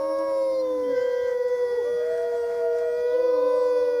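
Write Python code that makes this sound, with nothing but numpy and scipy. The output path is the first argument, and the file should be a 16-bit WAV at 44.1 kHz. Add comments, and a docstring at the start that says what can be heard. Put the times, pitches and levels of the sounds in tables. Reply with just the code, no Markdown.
"""A near wolf howls one long, almost pure note in a wooded enclosure. A second joins twice just above it,
so that the two beat; a third arches higher and farther off; a fourth moans low; a fifth is barely heard.
Each voice is a set of larynx harmonics shaped by the throat, with an echo from the trees.
Thin squeaks, a whistle and a few ticks pass over quiet outdoor air, a rustle and an electronic whine."""
import sys
import numpy as np
from scipy import signal
from scipy.fft import rfft, irfft, next_fast_len
from scipy.io import wavfile
from scipy.ndimage import uniform_filter1d, map_coordinates

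SR = 44100
rng = np.random.default_rng(int(sys.argv[2]) if len(sys.argv) > 2 else 0)


def to_wav(sig):
    """Store sig (one row per channel, or 1-D mono) as 16-bit WAV at the path in sys.argv[1].

    Samples outside -1..1 are clipped; the rate is SR.
    """
    pcm = np.clip(np.atleast_2d(sig), -1, 1) * 32767
    pcm = np.round(pcm).astype(np.int16)
    wavfile.write(sys.argv[1], SR, pcm.T)  # frames by channels


N = 176400
TIME_S = np.arange(N) / SR


def amp(db):
    """Decibels to gain."""
    return 10 ** (np.asarray(db) / 20)


def unit_rms(x):
    """Scale to rms 1."""
    return x / np.sqrt(np.mean(x ** 2) + 1e-20)


def at_hz(points, hz):
    """Interpolate (freq_hz, value) points on a log frequency axis."""
    freqs_hz, values = np.transpose(points)
    return np.interp(np.log(hz + 1), np.log(freqs_hz + 1), values)


def curves(rows):
    """One per-sample curve for each column after time_s."""
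    times_s, *columns = np.transpose(rows)
    return [np.interp(TIME_S, times_s, column) for column in columns]


def wobble(rate_hz):
    """Smooth random curve, rate_hz knots a second."""
    grid = np.arange(0, N + 64, 64)
    knots = rng.standard_normal(int(N * rate_hz / SR) + 4)
    return np.interp(np.arange(N), grid, map_coordinates(knots, [grid * rate_hz / SR]))


def noise(spectrum):
    """Coloured noise of rms 1."""
    size = next_fast_len(N + SR // 2)
    white = rfft(rng.standard_normal(N), size)
    gain = amp(at_hz(spectrum, np.fft.rfftfreq(size, 1 / SR)))
    return unit_rms(irfft(white * gain, size)[:N])


def patchy(x, depth_db):
    """Patches of treble swell and fade independently; output rms 1."""
    hz, _, bins = signal.stft(x, SR, nperseg=512)
    patches = uniform_filter1d(rng.standard_normal(bins.shape), size=9, axis=0)
    patches = unit_rms(uniform_filter1d(patches, size=16, axis=1))
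    treble_weight = np.clip(hz / 5000, 0, 1)[:, None]
    bins *= amp(depth_db * treble_weight * patches)
    return unit_rms(signal.istft(bins, SR, nperseg=512)[1][:N])


# freq_hz, relative_db
AIR_SPECTRUM = [(20, -13.5), (75, 0), (130, -9.5), (300, -6), (560, 0), (1100, -12), (1700, -19),
                (2800, -29), (4500, -16), (6200, -20), (7500, -35.5), (10000, -25), (11000, -38.5)]


def outdoor_air(level_db=-52.5):
    """Quiet, slightly wavering rush."""
    return amp(level_db + 1.6 * wobble(22)) * patchy(noise(AIR_SPECTRUM), depth_db=1.3)


# time_s, level_db
RUSTLE_ENVELOPE = [(0, -66.5), (.8, -57), (1.5, -55), (1.9, -54.5), (2.1, -52), (2.5, -49), (2.85, -50.5),
                   (3.1, -68), (4, -70.5)]
# freq_hz, relative_db
RUSTLE_SPECTRUM = [(90, -10), (170, -8.5), (500, 5), (1000, -0.5), (1650, -3.5), (2200, -6), (3000, -24),
                   (8000, -19), (12000, -44.5)]


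def rustle():
    """Soft midrange noise that swells midway."""
    level_db, = curves(RUSTLE_ENVELOPE)
    return amp(level_db + 2.1 * wobble(16)) * noise(RUSTLE_SPECTRUM)


# start_s, level_db
TICK_ONSETS = [(.185, -51), (1.482, -52), (2.175, -52), (2.785, -51)]
# freq_hz, relative_db
TICK_SPECTRUM = [(500, -20), (3000, -3), (5500, 2), (10000, -6.5), (12500, -24)]


def ticks(t60_s=0.045):
    """Dry, decaying noise bursts, perhaps twigs."""
    envelope = np.zeros(N)
    for start_s, level_db in TICK_ONSETS:
        age_s = TIME_S - start_s
        envelope += (age_s >= 0) * amp(level_db - 60 * np.abs(age_s) / t60_s)
    return envelope * noise(TICK_SPECTRUM)


# freq_hz, t60_s
WOODS_DECAY = [(200, 0.98), (600, 1.35), (2000, 0.75), (10000, 0.23)]


def in_woods(x, wet_db):
    """A sound plus its diffuse echo from the trees."""
    hz, time_s, bins = signal.stft(rng.standard_normal(SR), SR, nperseg=256)
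    decay = amp(-60 * time_s / at_hz(WOODS_DECAY, hz)[:, None])
    tail = signal.istft(bins * decay, SR, nperseg=256)[1]
    return x + amp(wet_db) * signal.fftconvolve(x, tail / np.linalg.norm(tail))[:N]


# start_s, length_s, first_hz, middle_hz, last_hz, level_db
SQUEAK_GLIDES = [(2.0, .2, 1690, 1680, 1650, -57), (2.07, .16, 6900, 8300, 7900, -69),
                 (2.32, .14, 6700, 8100, 8400, -69), (2.85, .15, 7700, 8200, 6800, -70),
                 (3.06, .11, 4100, 3700, 2800, -63), (3.27, .1, 5600, 5450, 5300, -64),
                 (3.55, .17, 8100, 7700, 6500, -69), (3.79, .07, 4900, 4200, 3000, -63)]


def squeaks(jitter_cycles=0.45):
    """Thin gliding tones, made raspy by fast phase jitter."""
    out = np.zeros(N)
    for start_s, length_s, *glide_hz, level_db in SQUEAK_GLIDES:
        progress = np.clip((TIME_S - start_s) / length_s, 0, 1)
        pitch_hz = np.polyval(np.polyfit([0, .5, 1], glide_hz, 2), progress)
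        cycles = np.cumsum(pitch_hz) / SR + jitter_cycles * wobble(250)
        envelope = amp(level_db) * np.abs(np.sin(np.pi * progress)) ** 0.062
        out += np.sqrt(2) * envelope * np.sin(2 * np.pi * cycles)
    return in_woods(out, wet_db=-2)


def voice(pitch_hz, harmonics_db, jitter_cycles, flutter_db=1.5, flutter_hz=45, swell_hz=11):
    """Harmonics of an unsteady larynx; each overtone also wavers alone, the high ones most."""
    phase = 2 * np.pi * (np.cumsum(pitch_hz) / SR + jitter_cycles * (wobble(22) + .33 * wobble(90)))
    out = amp(harmonics_db[0]) * np.sin(phase)
    for k, level_db in enumerate(harmonics_db[1:], 2):
        depth_db = 2.1 * min((k - 1) / 7, 1)
        waver_db = depth_db * (wobble(flutter_hz) + wobble(swell_hz))
        out += amp(level_db + waver_db) * np.sin(k * phase)
    return np.sqrt(2) * out * amp(flutter_db * wobble(flutter_hz))


# time_s, pitch_hz, level_db
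WHISTLE_CONTOUR = [(.83, 3120, -57), (0.929, 3230, -59.5), (0.981, 3060, -62.5), (1.05, 3190, -52.5),
                   (1.29, 3146, -60.5), (1.36, 3100, -71)]


def whistle(ramp_s=0.0099):
    """Thin tone that starts just before the second wolf's first howl and rides on it."""
    pitch_hz, level_db = curves(WHISTLE_CONTOUR)
    start_s, end_s = WHISTLE_CONTOUR[0][0], WHISTLE_CONTOUR[-1][0]
    gate = np.clip(np.minimum(TIME_S - start_s, end_s - TIME_S) / ramp_s, 0, 1)
    return in_woods(gate * voice(pitch_hz, [level_db], jitter_cycles=.044), wet_db=-16)


def howl(contour, throat, harmonics, jitter_cycles, wet_db, ramp_s=0.0099):
    """One call: a gliding fundamental with overtones shaped by the throat, plus echo."""
    pitch_hz, level_db, overtone_db = curves(contour)
    start_s, end_s = contour[0][0], contour[-1][0]
    attack = np.clip((TIME_S - start_s) / ramp_s, 0, 1)
    release = np.clip((end_s - TIME_S) / ramp_s + 2, 0, 1)
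    upper_db = [level_db + overtone_db + at_hz(throat, k * pitch_hz) for k in range(2, harmonics + 1)]
    tone = voice(pitch_hz * (TIME_S >= start_s), [level_db] + upper_db, jitter_cycles)
    return in_woods(attack * release * tone, wet_db)


# time_s, pitch_hz, level_db, overtone_gain_db
FAR_ARCH = [(1.57, 355, -55, 9), (1.72, 399.6, -47.5, 4), (1.79, 470.5, -51, 14), (1.87, 588, -41, 2),
            (2.0, 619, -37, 0), (2.15, 655, -32.5, -3), (2.3, 674, -33.5, -4), (2.48, 678, -32, -1),
            (2.6, 662, -33.5, -4), (2.8, 648, -36, -3), (2.93, 630, -33, -3), (3.3, 616, -43, 6),
            (3.5, 601, -34, -6), (3.68, 585, -41.5, 3), (4.0, 571, -38, -10)]
FAINT_CALL = [(0, 404, -57, -14), (.3, 436.5, -61, -10), (.85, 412.6, -57, -8.5)]
# freq_hz, gain_db
FAR_FORMANTS = [(750, -15), (1200, -17), (1350, -34), (1800, -47.5), (2400, -35.5), (2800, -42.5),
                (3350, -34.5), (4200, -55.5)]


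def far_wolves():
    """One wolf arches high; another is barely heard, half of it echo."""
    arch = howl(FAR_ARCH, FAR_FORMANTS, harmonics=7, jitter_cycles=.044, wet_db=-10)
    faint = howl(FAINT_CALL, FAR_FORMANTS, harmonics=3, jitter_cycles=.088, wet_db=0)
    return arch + faint


# time_s, pitch_hz, level_db, overtone_gain_db
EARLY_MOAN = [(0, 309.6, -41.5, 6.5), (.17, 319.4, -37.5, -1.5), (.37, 322.4, -42.5, 3), (.6, 318, -40, -7),
              (.73, 308.2, -37.5, -10), (.87, 284.4, -39, -28), (1.02, 259, -56, -10),
              (1.12, 245, -71.5, -13)]
FALLING_GROAN = [(.8, 280, -54, -22.5), (.92, 168, -57, -29), (1.02, 125, -63, -23)]
LATE_MOAN = [(3.11, 300, -53, -1), (3.2, 340.8, -45, 0), (3.28, 333, -44, -5), (3.4, 294, -41, -10),
             (3.52, 299.6, -46.5, -7), (3.63, 308.2, -47, -4.5), (4.0, 303.4, -44, -7.5)]
# freq_hz, gain_db
LOW_FORMANTS = [(630, -1.5), (960, -4), (1280, -21.5), (1600, -30.5), (1930, -31), (2400, -37),
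                (4000, -39.5)]


def low_wolf():
    """Two moans; a short groan drops away under the first."""
    return sum(howl(contour, LOW_FORMANTS, harmonics=10, jitter_cycles=.032, wet_db=-16)
               for contour in (EARLY_MOAN, FALLING_GROAN, LATE_MOAN))


# time_s, pitch_hz, level_db, overtone_gain_db
EARLY_HOWL = [(.88, 548, -36, -7), (.91, 538.4, -30.5, 0.5), (.97, 510.6, -29.5, 6),
              (1.05, 527.6, -30, 4.5), (1.28, 524.4, -31.5, 5.5), (1.32, 516, -28.5, 0.5),
              (1.37, 509.3, -31, -10), (1.52, 505.9, -30.5, -17), (1.72, 491.3, -37, -6.5),
              (1.79, 456, -30.5, -14.5), (1.85, 340, -53, -5), (1.95, 173.6, -53, -19)]
LATE_HOWL = [(3.03, 452.4, -36.5, -8), (3.08, 470.8, -43, -6.5), (3.12, 500.2, -32.5, -3),
             (3.17, 514.5, -29, -9), (3.35, 518.4, -31.5, 3), (3.55, 529, -30.5, 2), (3.68, 515, -38, 9.5),
             (4.0, 504, -37.5, -3.5)]
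# freq_hz, gain_db
EARLY_FORMANTS = [(650, -1), (900, 4), (1020, -32.5), (1570, -20.5), (2100, -31.5), (2620, -51.5),
                  (3700, -53), (4200, -42.5), (4900, -40), (5700, -42.5), (7000, -49.5)]
LATE_FORMANTS = [(1040, -18.5), (1550, -51), (2080, -44.5), (2600, -59.5), (3600, -39), (4150, -35),
                 (4680, -31), (5200, -51.5), (7500, -57.5)]


def second_wolf():
    """Two howls just above the near wolf's pitch, beating against it."""
    return sum(howl(contour, throat, harmonics=14, jitter_cycles=.016, wet_db=-16)
               for contour, throat in ((EARLY_HOWL, EARLY_FORMANTS), (LATE_HOWL, LATE_FORMANTS)))


# time_s, pitch_hz
NEAR_CONTOUR = [(0, 547.2), (0.28, 549.4), (0.42, 539.1), (0.58, 525.0), (0.67, 510.8), (0.9, 496.3),
                (1.1, 491.9), (1.43, 488.7), (1.56, 492.5), (1.72, 485.2), (2.05, 480.1), (2.33, 476.5),
                (2.44, 472.3), (2.55, 476.9), (2.67, 471.8), (2.95, 480.1), (3.19, 493.0), (3.48, 500.2),
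                (3.78, 494.2), (4, 486.1)]
# time_s, harmonic1_db, harmonic2_db, harmonic3_db, harmonic4_db, harmonic5_db, treble_gain_db
NEAR_HARMONICS = [(0, -26, -39, -57, -63, -79, -2), (.25, -26, -37, -48.5, -56.5, -78, -1.5),
                  (.42, -23.5, -44, -63.5, -59, -72, 0.5), (.6, -24.5, -45, -71.5, -57.5, -88, -4),
                  (.7, -26, -41.5, -64, -64.5, -81, -1), (.95, -25, -44, -56, -47, -83.5, -3.5),
                  (1.3, -24.5, -46.5, -55, -47, -71.5, -4.5), (1.65, -23, -43.5, -54.5, -47, -75, 1),
                  (2.05, -26.5, -61.5, -50, -49.5, -65.5, -1.5), (2.35, -27, -48, -50.5, -53, -71, -3),
                  (2.58, -27, -48, -49, -55, -67, -5), (2.72, -23.5, -49.5, -48.5, -55.5, -70, -4.5),
                  (2.9, -27.5, -54, -48, -51, -61, -5.5), (3.1, -22, -46, -47.5, -49, -61.5, -0.5),
                  (3.4, -22, -35.5, -50.5, -58.5, -61.5, -3), (3.7, -22, -36.5, -49, -55.5, -61, 3.5),
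                  (4, -22.5, -49.5, -47.5, -53, -57.5, -0.5)]
# Above harmonic 5: freq_hz, level_db
OPEN_FORMANTS = [(3150, -73), (3300, -82), (3700, -64.5), (3900, -69.5), (4200, -48.5), (4400, -82),
                 (4750, -53.5), (4950, -63.5), (5300, -53.5), (5500, -56), (5850, -59), (6050, -88.5),
                 (7400, -71.5), (8800, -92), (9900, -62), (10600, -70.5), (11500, -89)]
NARROW_FORMANTS = [(2830, -63), (2930, -95), (3060, -69), (3290, -68.5), (3350, -57.5), (3480, -63.5),
                   (3620, -54), (3800, -86.5), (4050, -82.5), (4300, -67.5), (4500, -69), (4720, -61.5),
                   (4950, -63.5), (5100, -78.5), (5400, -65), (5900, -68.5), (6400, -72.5), (8800, -101),
                   (9500, -71), (10200, -75), (11500, -92.5)]


def near_wolf(narrows_at_s=0.63, narrowing_s=0.031):
    """Long clean note; faint high harmonics cross throat resonances that shift as the mouth narrows."""
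    pitch_hz, = curves(NEAR_CONTOUR)
    *harmonics_db, treble_db = curves(NEAR_HARMONICS)
    openness = np.clip((narrows_at_s - TIME_S) / narrowing_s + .5, 0, 1)
    for k in range(6, 23):
        open_db = at_hz(OPEN_FORMANTS, k * pitch_hz)
        narrow_db = at_hz(NARROW_FORMANTS, k * pitch_hz)
        harmonics_db.append(treble_db + openness * open_db + (1 - openness) * narrow_db)
    return in_woods(voice(pitch_hz, harmonics_db, jitter_cycles=.016, flutter_db=.3), wet_db=-27)


def scene():
    """The chorus over the background, mono."""
    wolves = near_wolf() + second_wolf() + far_wolves() + low_wolf()
    return (wolves + whistle() + squeaks() + ticks() + outdoor_air() + rustle())[None]


def record(dry, whine_hz=11990, whine_db=-69, cutoff_hz=13100):
    """Faint electronic whine, then a steep low-pass."""
    whine = np.sqrt(2) * amp(whine_db) * np.sin(2 * np.pi * whine_hz * TIME_S)
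    return signal.sosfilt(signal.butter(16, cutoff_hz, fs=SR, output="sos"), dry + whine)


dry = scene()
out = record(dry)
to_wav(out)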